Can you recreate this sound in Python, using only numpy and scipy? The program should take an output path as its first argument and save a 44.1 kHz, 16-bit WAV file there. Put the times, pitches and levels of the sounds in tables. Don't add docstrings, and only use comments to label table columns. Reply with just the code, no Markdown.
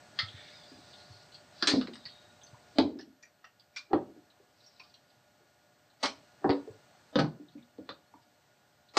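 import sys
import numpy as np
from scipy import signal
from scipy.fft import rfft, irfft, next_fast_len
from scipy.io import wavfile
from scipy.ndimage import uniform_filter1d

SR = 44100
rng = np.random.default_rng(int(sys.argv[2]) if len(sys.argv) > 2 else 0)


def field_ratio(decibels):
    return 10 ** (np.asarray(decibels, dtype=float) / 20)


def generate_wav(signal):
    frames = np.transpose(np.atleast_2d(signal))
    scaled = np.clip(frames, -1, 1) * 32767
    pcm = np.round(scaled).astype(np.int16)
    wavfile.write(sys.argv[1], SR, pcm)


N = 396018
T = np.arange(N) / SR

# frequency_hz, density_db
HISS_SPECTRUM = [(29, -42.5), (50, -11.5), (119, -2), (184, -6.5), (438, -10.5), (544, -10), (581, -6.5),
                 (706, -6.5), (1020, -12), (1440, -12.5), (3220, -18.5), (4460, -17.5), (8940, -25),
                 (11600, -49.5), (19700, -120)]
# frequency_hz, level_db
LAMP_LINES = [(118.4, -95), (597.5, -77), (721.4, -79.5), (839.8, -85), (1200, -101.5), (1437, -78.5),
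              (1556, -90.5), (1680, -84), (1798, -89), (2875, -91.5), (4317, -87), (7849, -91.5),
              (7881, -93.5)]
# frequency_hz, level_db
WHISTLE_LINES = [(10497, -103), (11999, -86), (13501, -102)]
# start_s, hiss_level_db
RECORDER_GAIN = [
    (0.0, -74.5),
    (1.0, -76),
    (1.7, -77.5),
    (2.8, -86),
    (3.85, -83.5),
    (6.0, -79.5),
    (7.1, -84),
]
# frequency_hz, level_db
SIDE_SPECTRUM = [(60, -30.5), (100, -41), (180, -44.5), (310, -47.5), (540, -42), (940, -25), (1630, -28),
                 (2820, -13), (4900, -17.5), (8490, -24)]
# frequency_hz, t60_s
ROOM_DECAY = [(100, 0.53), (260, 0.36), (700, 0.26), (1840, 0.2), (4850, 0.2)]
PLACE_STARTS = [0, .33, .47, .6, .75, .9, 1.1, 1.3, 1.6, 1.66, 1.8, 2.04, 2.7, 2.97, 3.2, 3.7, 3.88, 4.5,
                6.0, 6.4, 7.1, 7.7, 8.8, 9]

# start_s, level_db, pitch_hz, t60_s
FLOOR_BOOMS = [(0.229, -38, 103.3, 0.27), (0.341, -40.5, 99, 0.15), (1.101, -46.5, 99.6, 0.34),
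               (1.746, -40, 161, 0.079), (2.059, -51.5, 122, 0.14), (2.529, -44.5, 119, 0.11),
               (3.936, -29.5, 188, 0.094), (6.492, -22.5, 109, 0.063), (6.699, -46.5, 106.3, 0.25),
               (7.16, -28, 161, 0.04)]
# start_s, level_db, pitch_hz, t60_s
LOOP_THUDS = [(0.717, -43, 269, 0.045), (0.786, -47, 271, 0.048), (1.736, -12.5, 259, 0.04),
              (1.882, -32, 362, 0.032), (2.85, -29.5, 245, 0.08), (3.074, -46, 257.4, 0.065),
              (4.163, -41, 304, 0.047), (5.406, -60, 358, 0.11), (6.675, -33.5, 442, 0.076),
              (6.939, -48.5, 796, 0.028), (7.398, -41.5, 296, 0.1), (7.553, -41, 241.4, 0.22),
              (7.786, -35, 268, 0.073), (8.139, -39, 947, 0.035),
              (3.91, -31, 350, 0.049),
    (3.914, -26.5, 644, 0.022),
    (7.128, -42, 640, 0.044),
    (4.4, -50, 400, 0.04),
]
# start_s, level_db, pitch_hz, t60_s
BOARD_RAPS = [
    (2.7855, -11, 867, .03),
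    (2.905, -35.5, 420, .06),
    (2.955, -35, 280, .08),
    (3.932, -15.5, 795, .035),
    (3.945, -20, 289.4, .045),
    (2.7902, -18, 288.6, .06),
    (6.4432, -14.5, 775, 0.036),
    (7.796, -40, 300, .08),
    (8.9697, -13, 1156, .03),
]
# start_s, length_s, level_db, centre_hz
CABLE_PULLS = [(0.24, .2, -65.5, 3860), (0.363, 0.17, -69.5, 2000), (0.493, 0.33, -70, 4300),
               (0.88, 0.36, -69.5, 4450), (1.66, 0.095, -50.5, 4350), (1.95, 0.27, -74, 3900),
               (2.7, 0.044, -80, 4900), (4.6, 0.28, -77.5, 4650), (5.08, 0.078, -87, 4650)]
# start_s, pitch_hz, level_db
SQUEAK_LOWER = [(0.3, 4100, -63), (0.368, 3880, -73), (0.392, 3500, -63), (0.504, 3490, -77),
                (0.52, 3740, -64), (0.64, 3456, -67), (0.68, 3790, -68)]
SQUEAK_UPPER = [(0.52, 4860, -69), (0.55, 4970, -61), (0.614, 4740, -69), (0.664, 4800, -64),
                (0.76, 4850, -66)]
SQUEAK_BRIEF = [(0.96, 4200, -59), (1.01, 4160, -60.5), (1.04, 4030, -75)]
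METAL_RING = [(2.07, 3740, -63), (2.2, 3750, -74.5), (2.38, 3860, -76)]
# start_s, level_db, ring_hz
CABLE_TICKS = [(0.2838, -33, 3510), (0.4803, -40.5, 3700), (0.63, -48, 3650), (0.9333, -41.5, 3810),
               (0.9994, -44.5, 4190), (1.3214, -42.5, 4300), (1.344, -34.5, 4540), (1.8712, -41, 4300),
               (1.934, -41, 3940), (1.956, -45, 4170), (2.0832, -35.5, 4430), (2.4142, -47.5, 3520),
               (2.466, -46, 4600), (3.0085, -43.5, 4480), (3.596, -46, 4800), (4.3006, -51.5, 4130),
               (4.6053, -53, 4100), (4.6407, -48.5, 4730), (4.763, -54, 4170), (4.8353, -47.5, 4840),
               (4.8973, -53, 4730), (4.941, -41.5, 4320), (5.1018, -55, 4540), (5.9006, -54.5, 4290),
               (7.4844, -52, 4000), (7.5203, -56, 4620), (7.5798, -53, 2370), (7.6246, -55.5, 3720),
               (8.2192, -57, 5000), (8.887, -50, 4200)]

# ring_hz, level_db, t60_s
FREE_PLUG_MODES = [(1310, -25, 0.13), (1860, -20, 0.11), (2064, -20, 0.11), (3346, -20, 0.05),
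                   (3595, -21.5, 0.11), (4430, -18.5, 0.055), (4970, -42, .04)]
# start_s, level_db, ring_hz
SHELL_RINGS = [(0.372, -43, 1440), (1.627, -17.5, 1560), (1.8146, -31, 1290), (2.0572, -36, 1930),
               (2.5433, -40, 960), (2.9933, -36, 1780), (3.234, -40.5, 1870), (3.229, -39.5, 2360),
               (3.442, -37.5, 1276), (3.443, -37, 1850), (3.445, -40.5, 2730), (3.765, -23, 2350),
               (4.799, -35, 2464), (4.799, -42.5, 1044), (4.837, -50, 1190), (6.033, -28, 1351),
               (6.051, -30, 1050), (3.003, -48, 2896), (7.892, -41, 1970), (1.683, -17, 1800),
               (6.4437, -28, 1700), (1.814, -35, 2950), (3.764, -35.5, 1400), (7.892, -31, 1180)]
# start_s, level_db, ring_hz
PRONG_RINGS = [(1.686, -15, 4300), (1.708, -19, 4550), (1.938, -44, 8240), (2.4342, -37.5, 6180),
               (2.9893, -36, 5200), (3.2266, -41.5, 5806), (3.7626, -36, 5600), (3.931, -38, 3330),
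               (4.663, -39.5, 5550), (4.7952, -47.5, 5450), (4.9397, -52.5, 5720), (6.507, -31, 3800),
               (6.507, -43, 4800), (1.6257, -19, 4614), (6.033, -14, 4750), (8.9705, -21.5, 3520),
               (7.8915, -30, 4090), (7.8915, -32.5, 3670), (3.228, -49.5, 6750), (3.01, -43, 5600),
               (3.444, -50, 5700)]
# start_s, level_db, ring_hz
HOLLOW_RINGS = [(1.736, -22, 697), (1.737, -19.5, 480), (1.74, -22.5, 257.3), (3.935, -20, 276),
                (6.449, -15.5, 281), (2.79, -20.5, 700), (2.791, -21, 286), (6.4435, -21.5, 830),
                (6.499, -21.5, 560), (7.158, -11.5, 525), (7.19, -20, 453.3), (7.785, -34, 503),
                (7.89, -31.5, 525), (8.142, -47.5, 292)]

# frequency_hz, level_db
PLUG_CONTACT = [(250, 15), (550, 29.5), (1150, 29), (1900, 20.5), (2800, 17.5), (3700, 19.5), (4600, 23.5),
                (8000, 16)]
SOFT_CABLE_CONTACT = [(250, 6.5), (550, 26.5), (1150, 30.5), (1900, 25.5), (2700, 17), (3700, 18.5),
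                      (4600, 23), (8000, 15.5)]
# ring_hz, level_db, t60_s
BOARD_MODES = [(221, -4, 0.053), (269, 5, 0.11), (310, 1.5, 0.14), (396, -1, 0.16), (531, -12.5, 0.21),
               (693, -3, 0.071), (785, -20.5, 0.27), (750, -12.5, 0.11), (945, -24, 0.25),
               (1005, -2, 0.028), (1098, -48, 0.19), (1168, -38.5, 0.11)]
SHELF_MODES = [(269, -8, 0.11), (329, 5.5, 0.045), (560, -31, 0.073), (569, -20, 0.23), (753, -33.5, 0.29),
               (791, -46.5, 0.39), (890, -32.5, 0.096), (1070, -38.5, 0.12), (1100, -43, 0.16),
               (1190, -24.5, 0.093)]
BOX_MODES = [(280.4, -9.5, 0.6), (299, 2, 0.12), (407, 5, 0.13), (446.7, -7.5, 0.17), (487, -4, 0.37),
             (583, -5, 0.19), (852, -15.5, 0.17), (934, -14.5, 0.19), (1180, -34, .1)]
FLOOR_MODES = [(161, -9, 0.27), (245, -2.5, 0.26), (297, -2.5, 0.19), (586, -22.5, 0.35),
               (643, -23.5, 0.29), (678, -24.5, 0.29), (807, -10.5, 0.086), (850, -34.5, 0.24),
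               (874, -22, 0.3), (1130, -26, 0.081)]
# start_s, contact_db, board_db, weight_db, softness_db
CABLE_SLAPS = [(0.189, -19.5, -85, -35.5, 37.5), (0.198, -33.5, -89, -22, 43),
               (1.6724, -13, -36, -22, 14.5), (1.6815, -18.5, -53, -18.5, 24), (1.699, -23, -44, -23.5, 24),
               (1.7143, -26, -46, -11.5, 24), (2.0542, -35.5, -76, -26, 55), (2.9891, -52, -48.5, -7, 25),
               (3.2273, -56.5, -78, -16, 9), (3.4432, -55, -85, -7.5, 25), (3.7621, -31.5, -85, -22, 20.5),
               (3.771, -36.5, -90, -26.5, 18.5), (4.7973, -46, -76, -21, 33), (6.0293, -26, -62, -12, 13.5),
               (6.0328, -17.5, -41.5, -10.5, 22), (6.041, -26.5, -57.5, -5, 21.5),
               (6.0565, -25, -62, -7.5, 19.5)]
CABLE_FLICKS = [(1.6254, -15, -36, -15.5, 34), (1.63, -27.5, -41, -21, 27), (1.8128, -29.5, -57, -12, 56),
                (1.8727, -42.5, -54, -3, 40), (1.9356, -42, -80, -13, 24), (1.9555, -42.5, -80, -8.5, 25),
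                (7.782, -60, -56, 2.5, 40), (7.8915, -37.5, -46, -6, 29)]
BENCH_BLOWS = [
    (2.7852, -20, -17, -4, 33),
    (2.7895, -33, -33, 0, 35),
    (2.8095, -40, -40, -0.5, 25),
    (8.9697, -14.5, -25.5, -2, 9.1),
    (8.975, -18.5, -25, -2.5, 10),
]
SHELF_BLOWS = [
    (3.932, -36.5, -19.5, 21, 70),
]
BOX_BLOWS = [
    (6.4432, -56, -25.5, 36.2, 28.1),
    (6.4935, -30, -26, 6.8, 59.6),
    (6.499, -31.5, -28, 3.1, 65),
    (6.5055, -32, -28.5, 3.1, 55),
]
FLOOR_BLOWS = [
    (7.1564, -21, -22, -3.5, 39.7),
    (7.161, -32.5, -27.5, 4.5, 35),
    (7.1885, -24.5, -25.5, 2, 27.6),
    (7.1935, -24, -28, 0, 26.8),
    (7.1995, -27.5, -27, -1.5, 27),
    (7.2445, -45.5, -35.5, 13.5, 33),
]


def level(x, db):
    return x * field_ratio(db) / np.sqrt(np.mean(x ** 2))


def band(x, lo_hz, hi_hz):
    return signal.sosfilt(signal.butter(3, [lo_hz, hi_hz], "bandpass", fs=SR, output="sos"), x)


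def colour(x, spectrum):
    hz, db = np.transpose(spectrum)
    size = next_fast_len(len(x))
    log_hz = np.log(np.arange(size // 2 + 1) * SR / size + 1)
    return irfft(rfft(x, size) * field_ratio(np.interp(log_hz, np.log(hz), db)), size)[:len(x)]


def ring(hz, t60, t):
    return np.sin(2 * np.pi * hz * t) * np.exp(-np.log(1000) * t / t60)


def add(out, s, x):
    i = int(s * SR)
    out[i:i + len(x)] += x[:N - i]


def curve(rows, column):
    return np.interp(T, np.array(rows)[:, 0], np.array(rows)[:, column])


def room_hiss():
    return level(colour(rng.standard_normal(N), HISS_SPECTRUM), -66.5)


def tones(lines, wobble_db):
    out = 0
    for hz, db in lines:
        waver = uniform_filter1d(rng.standard_normal(N), SR // 30)
        strength = field_ratio(db + 3.5 + wobble_db * waver / waver.std())
        out = out + strength * np.sin(2 * np.pi * (hz * T + rng.random()))
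    return out


def recorder_gain_db():
    glide_s = 0.16
    s, db = np.transpose(RECORDER_GAIN)
    held = db[np.clip(np.searchsorted(s, T - glide_s / 2) - 1, 0, None)]
    return uniform_filter1d(held, int(glide_s * SR))


def even_noise(t):
    early_s, even_hz = 0.02, 150
    noise = rng.standard_normal(len(t))
    early = np.abs(rfft(noise * np.exp(-t / early_s))) ** 2
    early = uniform_filter1d(early, int(even_hz * len(t) / SR))
    return rfft(noise) / np.sqrt(early / early.mean())


def workshop(near, far):
    t, out = T[:SR // 2], near + far
    hz, t60 = np.transpose(ROOM_DECAY)
    octave = np.log2(np.arange(len(t) // 2 + 1) * SR / len(t) + 1)
    sent = field_ratio(-2) * near + field_ratio(3.5) * far
    for start, end in zip(PLACE_STARTS, PLACE_STARTS[1:]):
        tail, noise = 0, even_noise(t)
        for f in 70 * 2 ** np.arange(0, 7.2, 0.5):
            fall = np.log(1000) * t / np.interp(np.log(f), np.log(hz), t60)
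            decay = np.exp(-2.2 * fall) + 0.34 * np.exp(-0.8 * fall)
            half_octave = np.clip(1 - 2 * np.abs(octave - np.log2(f)), 0, 1)
            tail = tail + (f / 1000) ** 0.075 * irfft(noise * half_octave, len(t)) * decay
        tail *= 1 - np.exp(-t / 0.00067)
        tail /= np.sqrt(np.sum(tail ** 2))
        add(out, start, signal.oaconvolve(sent[int(start * SR):int(end * SR)], tail))
    return out


def thuds(rows):
    out, t = np.zeros(N), T[:SR // 2]
    for s, db, hz, t60 in rows:
        modes = ring(hz, t60, t) + ring(1.17 * hz, 0.56 * t60, t)
        modes += 0.22 * ring(2.3 * hz, 0.36 * t60, t)
        add(out, s, field_ratio(db - 3) * modes * (1 - np.exp(-t / 0.002)))
    return out


def rustle():
    attack_s, release_s, sag_db_per_s, still_db = 0.16, 0.12, 12.5, -29.5
    out, t, pulls = np.zeros(N), T[:SR // 20], []
    for s, length, db, centre_hz in CABLE_PULLS:
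        corners = [s - attack_s, s, s + length, s + length + release_s]
        shape_db = np.interp(T, corners, [still_db, 0, -sag_db_per_s * length, still_db], -99, -99)
        pulls.append((field_ratio(db - 10.5 + shape_db), centre_hz))
    for hz in 1400 * 1.045 ** np.arange(34):
        slips = (rng.random(N) < 400 / SR) * field_ratio(2.2 * rng.exponential(size=N))
        moving = sum(pull * (0.12 + np.exp(-(np.log(hz / centre) / 0.2) ** 2)) for pull, centre in pulls)
        out += signal.oaconvolve(slips * moving, 1.3 * ring(hz, 0.039, t))[:N]
    return out


def squeak(rows):
    sliding = 1.0 * ((T > rows[0][0]) & (T < rows[-1][0]))
    sliding = uniform_filter1d(sliding, SR // 30)
    grip = level(uniform_filter1d(rng.standard_normal(N), SR // 120), 0)
    phase = 2 * np.pi * np.cumsum(curve(rows, 1)) / SR
    return sliding * grip * field_ratio(curve(rows, 2) - 1.5) * np.sin(phase)


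def ticks():
    out, t, t60 = np.zeros(N), T[:SR // 5], 0.033
    for s, db, hz in CABLE_TICKS:
        scuff = band(rng.standard_normal(len(t)) * np.exp(-t / 0.0036), 2800, 4000)
        tick = 0.33 * ring(hz, t60 / 2, t) + 0.4 * ring(0.95 * hz, t60 / 2, t) + 0.5 * scuff
        add(out, s, field_ratio(db) * tick * (1 - np.exp(-t / 0.00048)))
    return out


def plug():
    pickup_s, shell_t60_s, prong_t60_s, hollow_cycles = 0.189, 0.044, 0.037, 36
    out, t = np.zeros(N), T[:SR // 5]
    rows = [(pickup_s, db, hz, t60) for hz, db, t60 in FREE_PLUG_MODES]
    rows += [(*row, shell_t60_s) for row in SHELL_RINGS]
    rows += [(*row, prong_t60_s) for row in PRONG_RINGS]
    rows += [(*row, hollow_cycles / row[2]) for row in HOLLOW_RINGS]
    for s, db, hz, t60 in rows:
        pair = ring(hz, t60 / 2, t) + 0.099 * ring(0.93 * hz, t60 / 2, t)
        add(out, s, field_ratio(db - 10) * pair * (1 - np.exp(-t / 0.00033)))
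    return out


def knocks(rows, modes, hold, bare_contact=PLUG_CONTACT, sharp=0.56):
    out, t, lead = np.zeros(N), T[:SR // 2], 200
    edges_hz = [1074, 3700, 4607, 7900]
    bend_cycles = 0.55
    for s, contact_db, board_db, weight_db, soft_db in rows:
        chatter = 0.2 * np.exp(-t / 0.0011) + 0.017 * np.exp(-t / 0.015)
        contact = sharp * (t == 0) + chatter * rng.standard_normal(len(t))
        tint = []
        for hz, bare_db in bare_contact:
            tilt_db = np.interp(np.log(hz), np.log(edges_hz), [weight_db, 0, 0, -soft_db])
            tint.append((hz, contact_db + bare_db + tilt_db))
        add(out, s - lead / SR, colour(np.roll(contact, lead), tint))
        spot = rng.standard_normal((len(modes), 2))
        board = 0
        for (hz, db, t60), (a, b) in zip(modes, spot):
            rise = (1 - np.exp(-t * hz / bend_cycles)) ** 2
            board = board + np.sign(b) * field_ratio(db + 1.2 * a) * ring(hz, hold * t60, t) * rise
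        add(out, s, field_ratio(board_db + 5) * board / np.abs(board).max())
    return out


def scene():
    still = room_hiss() + tones(LAMP_LINES, 3)
    far = rustle() + ticks() + plug()
    for rows in (SQUEAK_LOWER, SQUEAK_UPPER, SQUEAK_BRIEF, METAL_RING):
        far += squeak(rows)
    far += knocks(CABLE_SLAPS, BOARD_MODES, 0.32, SOFT_CABLE_CONTACT, sharp=0.67)
    near = thuds(LOOP_THUDS + BOARD_RAPS)
    near += knocks(CABLE_FLICKS, BOARD_MODES, 0.3, SOFT_CABLE_CONTACT, sharp=0.55)
    near += knocks(BENCH_BLOWS, BOARD_MODES, 0.23) + knocks(SHELF_BLOWS, SHELF_MODES, 0.43)
    near += knocks(BOX_BLOWS, BOX_MODES, 0.35) + knocks(FLOOR_BLOWS, FLOOR_MODES, 0.28)
    quiet_gain_db = -82
    mid = workshop(near, far) + thuds(FLOOR_BOOMS) + still * field_ratio(recorder_gain_db() - quiet_gain_db)
    return np.array([mid, mid])


def top_cut(x):
    return signal.sosfilt(signal.butter(12, 13560, fs=SR, output="sos"), x)


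def record(dry):
    mid = signal.sosfilt(signal.butter(4, 70, "highpass", fs=SR, output="sos"), dry.mean(axis=0))
    lead = int(0.034 * SR)
    swell = np.linspace(0.2, 0.9, lead) + 3 * np.exp(-T[lead:0:-1] / 0.0015)
    lead_noise = field_ratio(-21) * rng.standard_normal(lead) * swell / np.sqrt(lead)
    mid = mid + signal.oaconvolve(np.pad(mid, (0, lead)), lead_noise)[lead:lead + N]
    peak = 0.27
    mid = peak * np.tanh(mid / peak)
    mid = signal.sosfilt(signal.ellip(10, 0.5, 75, 9050, fs=SR, output="sos"), mid)
    grain = level(uniform_filter1d(rng.standard_normal(N), SR // 150), 0)
    side = colour(mid * grain, SIDE_SPECTRUM)
    mid = mid + tones(WHISTLE_LINES, 0.3) + level(band(rng.standard_normal(N), 10500, 15000), -94)
    side = side + level(band(rng.standard_normal(N), 200, 12000), -106)
    return top_cut(np.array([mid + side, mid - side]))


dry = scene()
out = record(dry)
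generate_wav(out)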